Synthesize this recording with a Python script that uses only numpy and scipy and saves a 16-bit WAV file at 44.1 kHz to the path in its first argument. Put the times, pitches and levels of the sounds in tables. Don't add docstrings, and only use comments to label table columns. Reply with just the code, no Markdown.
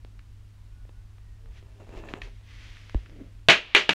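import sys
import numpy as np
from scipy import signal
from scipy.io import wavfile
from scipy.ndimage import uniform_filter1d

SR = 44100
rng = np.random.default_rng(int(sys.argv[2]) if len(sys.argv) > 2 else 0)


def dump_mix(stems):
    frames = np.atleast_2d(stems).T
    limited = np.clip(frames, -1, 1)
    pcm = np.round(limited * 32767).astype(np.int16)
    wavfile.write(sys.argv[1], SR, pcm)


N = 176400

# (t/s, level/dB, crack/dB, room/dB, ring/dB, bass/dB,
# floor note at that spot f/Hz, note/dB, shell f/Hz, shell/dB)
FLOOR_HITS = [(3.486, 27.5, -1.5, 3, 4, -1, 668.5, -6.5, 2680, -6.5),
              (3.749, 26, -3, -2, -2, -3, 409.5, -12, 2370, -1.5),
              (3.8922, 22.5, -2, -9.5, -13.5, 4, 184.5, -19, 2630, -8)]
# (f/Hz, level/dB)
CRACK_EQ = [(40, -35.5), (110, -7.5), (180, -7), (300, -6.5), (700, -7.5), (950, -4.5), (1300, -4),
            (2000, -1), (2700, 1.5), (3800, -5.5), (5200, -19.5), (6800, -25.5), (8500, -35.5),
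            (11000, -40), (13500, -58.5), (15500, -64.5)]
# (delay/s, level/dB)
SLAPBACKS = [(.0024, -2), (.0048, -6), (.007, -7), (0.0133, -12.5), (.0175, -10.5)]
# (f/Hz, level/dB, t60/s)
BALL_FLOOR_MODES = [(360.4, -5, 0.21), (420.5, -6.5, 0.19), (610, -3, 0.23), (1480, -8, 0.17),
                    (1650, -3, .17), (1722, -1.5, 0.14), (1933, -0.5, 0.21), (1987, 2, .17), (2180, 1, .18),
                    (2250, -0.5, .17), (2403, -3.5, .2), (2442, 0, .22), (2618, 2.5, 0.16),
                    (2680, -3.5, .19), (2886, -13, .17), (2995, -3.5, .18), (3300, -13.5, .17)]
# (f/Hz, level/dB)
ROOM_EQ = [(40, -40), (110, -20.5), (170, -13.5), (280, -11), (550, -9.5), (950, -11), (1700, -5.5),
           (2800, -1.5), (3900, -9.5), (5200, -20), (6600, -22), (8500, -35.5), (11000, -43),
           (13300, -55.5), (14500, -89)]
# (f/Hz, level/dB)
LATE_EQ = [(100, -11), (500, -14.5), (1400, -12.5), (2200, -6), (2900, -2.5), (3900, -11.5), (5000, -22),
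           (9000, -43), (15000, -51.5)]


def bounce(db, crack_db, room_db, ring_db, bass_db, note_hz, note_db, shell_hz, shell_db):
    t = np.arange(SR // 2) / SR
    ring_attack_s, shell_attack_s = 0.0091, 0.0066
    click = colour(1. * (t == 0), CRACK_EQ, bass_db)
    transient = click.copy()
    for delay, slap_db in SLAPBACKS:
        add(transient, delay, amp(slap_db) * click)
    crack = amp(-8) * transient + amp(crack_db) * colour(burst(t, t60=.03), CRACK_EQ, bass_db)
    ring = unit(ringing(t, BALL_FLOOR_MODES) * np.minimum(t / ring_attack_s, 1))
    shell = unit(mode(t, shell_hz, t60=0.021) * np.minimum(t / shell_attack_s, 1) ** 2)
    notes = amp(note_db) * mode(t, note_hz, t60=.17) + amp(shell_db) * shell
    room = amp(room_db) * colour(room_tail(t), ROOM_EQ, bass_db)
    late = amp(-21.5) * colour(burst(t, t60=1.5), LATE_EQ)
    return amp(db) * (crack + amp(ring_db - 3.5) * ring + notes + room + late)


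# (t/s, level/dB, bass/dB, treble/dB, t60/s, frame ring/dB)
TICK_CUES = [(.0488, -23.5, 11, 5.5, 0.0014, -31), (.193, -31, -13, 3, 0.007, -9),
             (.852, -32, 8, -9, .01, -20), (0.8927, -25, 9.5, -9, 0.017, -16),
             (1.183, -33, 1, -12, 0.013, -22), (1.4593, -30, 4, -15, 0.0086, -16),
             (1.627, -30.5, 9, -6, .014, -20), (1.806, -31, 5, -5, 0.035, -18),
             (1.8919, -24.5, 15, -3, .02, -20), (1.927, -22, 13, -14, 0.013, -27),
             (1.97, -26, 1, -2, .015, -10), (2.0379, -16.5, 5, -23, 0.016, -20),
             (2.087, -23, 1, 3, 0.018, 3), (2.138, -10, -8, -2, 0.00094, -22),
             (2.2173, -16.5, -12, 5, 0.03, 4), (2.411, -34, 11, 0, .02, -20),
             (2.7694, -28.5, -14, -6, 0.009, 0), (2.8966, -23, -9, 8, .004, -19),
             (2.9459, -10.5, 10, 1.5, 0.0013, -33), (3.060, -29, -22, -8, 0.018, -5),
             (3.097, -30.5, -3, 3, 0.0074, -20)]
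# (f/Hz, level/dB)
TICK_EQ = [(60, -2.5), (300, 16), (900, 9.5), (2000, 7), (3300, 4), (5000, -6), (8000, -22), (15000, -43)]
# (f/Hz, level/dB, t60/s)
FRAME_MODES = [(1770, -1, .035), (1900, -1, 0.027), (2330, -5, 0.032), (2575, 1, 0.027), (2730, -6, .04),
               (3980, -8, .025)]


def ticks():
    t, out = np.arange(SR // 2) / SR, np.zeros(N)
    spike = 6.3 * (t == 0)
    for s, db, bass_db, treble_db, t60, ring_db in TICK_CUES:
        crackle = scatter(t) * fade(t, t60)
        snap = colour(unit(spike + crackle), TICK_EQ, bass_db, treble_db)
        add(out, s, amp(db) * (snap + amp(ring_db) * ringing(t, FRAME_MODES)))
    return out + amp(-13.5) * signal.fftconvolve(out, room_tail(t))[:N]


# (t/s, f/Hz, level/dB, attack/s, t60/s)
BUMP_CUES = [(2.1382, 303, -16.5, 0.00063, 0.01), (2.9468, 298, -17, 0.00025, 0.02),
             (2.952, 48.6, -11, 0.0049, 0.11), (3.203, 265, -37, 0.0029, 0.15),
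             (2.215, 38.4, -34.5, 0.012, 0.76), (1.965, 36, -32, .005, 0.19), (1.5, 57, -34, 0.003, 0.11)]


def bumps():
    t, out = np.arange(SR // 2) / SR, np.zeros(N)
    for s, hz, db, attack, t60 in BUMP_CUES:
        envelope = np.minimum(t / attack, 1) * fade(t, t60)
        add(out, s, amp(db) * envelope * np.sin(2 * np.pi * hz * t))
    return out


# (t/s, level/dB)
RUB_FADER = [(1.1, -92), (1.45, -70.5), (1.785, -65.5), (1.81, -50.5), (1.87, -63.5), (1.94, -46.5),
             (2.02, -49.5), (2.11, -46), (2.17, -49), (2.21, -54), (2.28, -56.5), (2.36, -87)]
# (f/Hz, level/dB)
RUB_EQ = [(60, -7), (200, 0.5), (400, -1), (650, -2.5), (1000, -7.5), (1500, -17), (2700, -19), (4500, -41),
          (7000, -26), (9000, -40), (15000, -44)]
# (f/Hz, level/dB, t60/s)
BOARD_MODES = [(299, -9.5, .1), (403, -1, 0.11), (549, -12.5, 0.064), (645, -7.5, 0.067), (977, -14, .04),
               (1740, -16, .05), (2694, -13, .04)]


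def rubbing():
    scrape = friction(RUB_FADER, RUB_EQ, grains_per_s=1600, spread_db=4.0)
    flat_eq = [(100, 0), (10000, 0)]
    drive = friction(RUB_FADER, flat_eq, grains_per_s=1800, spread_db=3)
    board = ringing(np.arange(SR // 4) / SR, BOARD_MODES)
    return amp(-1.0) * scrape + amp(-2.5) * signal.fftconvolve(drive, board)[:N]


# (t/s, level/dB)
ROLL_FADER = [(2.95, -75), (3.08, -58.5), (3.16, -52.5), (3.22, -48), (3.27, -55), (3.33, -75), (3.45, -76)]
# (f/Hz, level/dB)
ROLL_EQ = [(80, -13.5), (180, 2.5), (270, 7.5), (400, 0), (600, -6), (900, -25.5), (2000, -19.5),
           (6000, -48.5)]


def rolling():
    return friction(ROLL_FADER, ROLL_EQ, grains_per_s=1900, spread_db=0.3)


# (t/s, level/dB)
SLIDE_FADER = [(1.5, -73.5), (1.58, -57), (1.64, -76), (1.9, -67.5), (1.99, -55), (2.04, -70), (2.1, -54.5),
               (2.2, -77), (2.235, -50), (2.31, -65), (2.43, -68.5), (2.5, -56), (2.66, -53), (2.85, -57.5),
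               (3.0, -61), (3.2, -68.5), (3.4, -74)]
# (f/Hz, level/dB)
SLIDE_EQ = [(200, -4), (800, -11), (1300, -6), (2000, 0.5), (3200, -2.5), (4800, -9.5), (6000, -12),
            (8000, -24), (12000, -33), (15500, -44)]


def sliding():
    return friction(SLIDE_FADER, SLIDE_EQ, grains_per_s=16000, spread_db=1.0)


# (t/s, length/s, f/Hz, glide/Hz, level/dB)
SQUEAK_CUES = [(.52, 0.19, 990, 5, -75), (.70, 0.19, 1467, -17, -71.5), (.92, .12, 1437, 79, -70.5),
               (1.179, 0.263, 1900, -51, -72.5), (1.39, 0.15, 450, 3, -63.5)]


def squeaks(waver_depth=0.018):
    out = np.zeros(N)
    for s, length, hz, glide_hz, db in SQUEAK_CUES:
        progress = np.linspace(0, 1, round(length * SR))
        waver = np.sqrt(N) * unit(uniform_filter1d(rng.standard_normal(N), size=200))[:len(progress)]
        pitch = (hz + glide_hz * progress) * (1 + waver_depth * waver)
        swell = np.sin(np.pi * progress)
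        add(out, s, amp(db) * swell * np.sin(2 * np.pi * np.cumsum(pitch) / SR))
    return out


# (f/Hz, t60/s)
ROOM_DECAY = [(150, 0.22), (450, .22), (1100, 0.19), (2800, 0.21), (7000, 0.19), (13000, 0.17)]


def room_tail(t, predelay_s=0.0043, build_s=0.011):
    hz, times, bands = signal.stft(scatter(t), SR, nperseg=256)
    decay = fade(times, read(ROOM_DECAY, hz)[:, None])
    tail = signal.istft(bands * decay, SR, nperseg=256)[1][:len(t)]
    return unit(tail * np.clip((t - predelay_s) / build_s, 0, 1))


# (f/Hz, level/dB)
AIR_EQ = [(10, -15), (25, 0), (45, 3), (70, -6), (130, -22), (250, -26.5), (500, -38.5), (1000, -38),
          (3000, -42), (6000, -47.5), (9000, -51), (13000, -57), (16000, -60.5)]


def room_tone(hum_hz=100.9):
    air = np.sqrt(N) * unit(colour(rng.standard_normal(N), AIR_EQ, size=16384))
    hum = np.sin(2 * np.pi * hum_hz * np.arange(N) / SR)
    return amp(-47) * air + amp(-48) * hum


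def friction(fader, eq, grains_per_s, spread_db):
    sizes = rng.standard_normal(N) * amp(spread_db * np.minimum(rng.exponential(1, N), 4))
    slips = sizes * (rng.random(N) < grains_per_s / SR)
    s, db = np.transpose(fader)
    envelope = amp(np.interp(np.arange(N) / SR, s, db, left=-110, right=-110))
    return np.sqrt(N) * unit(colour(slips, eq)) * envelope


def colour(x, eq, bass_db=0, treble_db=0, size=4096):
    hz = abs(np.fft.fftfreq(size, 1 / SR))
    bass = bass_db / (1 + (hz / 750) ** 4)
    treble = treble_db * (1 - 1 / (1 + (hz / 3300) ** 4))
    log_gain = np.log(amp(read(eq, hz) + bass + treble))
    response = np.exp(np.conj(signal.hilbert(log_gain)))
    taps = np.fft.ifft(response).real[:size // 2]
    return signal.fftconvolve(x, unit(taps))[:len(x)]


def ringing(t, modes):
    return unit(sum((-1) ** k * amp(db) * mode(t, hz, t60) for k, (hz, db, t60) in enumerate(modes)))


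def mode(t, hz, t60):
    return unit(np.sin(2 * np.pi * hz * t) * fade(t, t60))


def burst(t, t60):
    return unit(scatter(t) * fade(t, t60))


def scatter(t):
    return rng.choice([-1., 1.], len(t))


def fade(t, t60):
    return np.exp(-np.log(1000) * t / t60)


def amp(db):
    return 10 ** (np.asarray(db) / 20)


def unit(x):
    return x / np.sqrt(np.sum(x ** 2) + 1e-20)


def read(points, hz):
    f, value = np.transpose(points)
    return np.interp(np.log(hz + 1), np.log(f + 1), value)


def add(mix, s, sound):
    part = mix[round(s * SR):][:len(sound)]
    part += sound[:len(part)]


def scene():
    out = room_tone() + ticks() + bumps() + rubbing() + squeaks() + sliding() + rolling()
    for s, *hit in FLOOR_HITS:
        add(out, s, bounce(*hit))
    return out[None]


def record(dry, threshold_db=-8.5, release_db_per_s=11, ceiling=0.9, cut_s=3.935, lowpass_hz=15800):
    t = np.arange(N) / SR
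    power_db = 10 * np.log10(abs(uniform_filter1d(dry[0] ** 2, size=220)) + 1e-12)
    release_db = t * release_db_per_s
    held_db = np.maximum.accumulate(power_db + release_db) - release_db
    reduction_db = np.maximum(held_db - threshold_db, 0)
    ducked = dry / amp(uniform_filter1d(reduction_db, size=60))
    clipped = ducked / (1 + (ducked / ceiling) ** 6) ** (1 / 6)
    lowpass = signal.firwin(511, lowpass_hz, window=("kaiser", 9), fs=SR)
    return signal.oaconvolve(clipped * (t < cut_s), lowpass[None], "same")


dry = scene()
out = record(dry)
dump_mix(out)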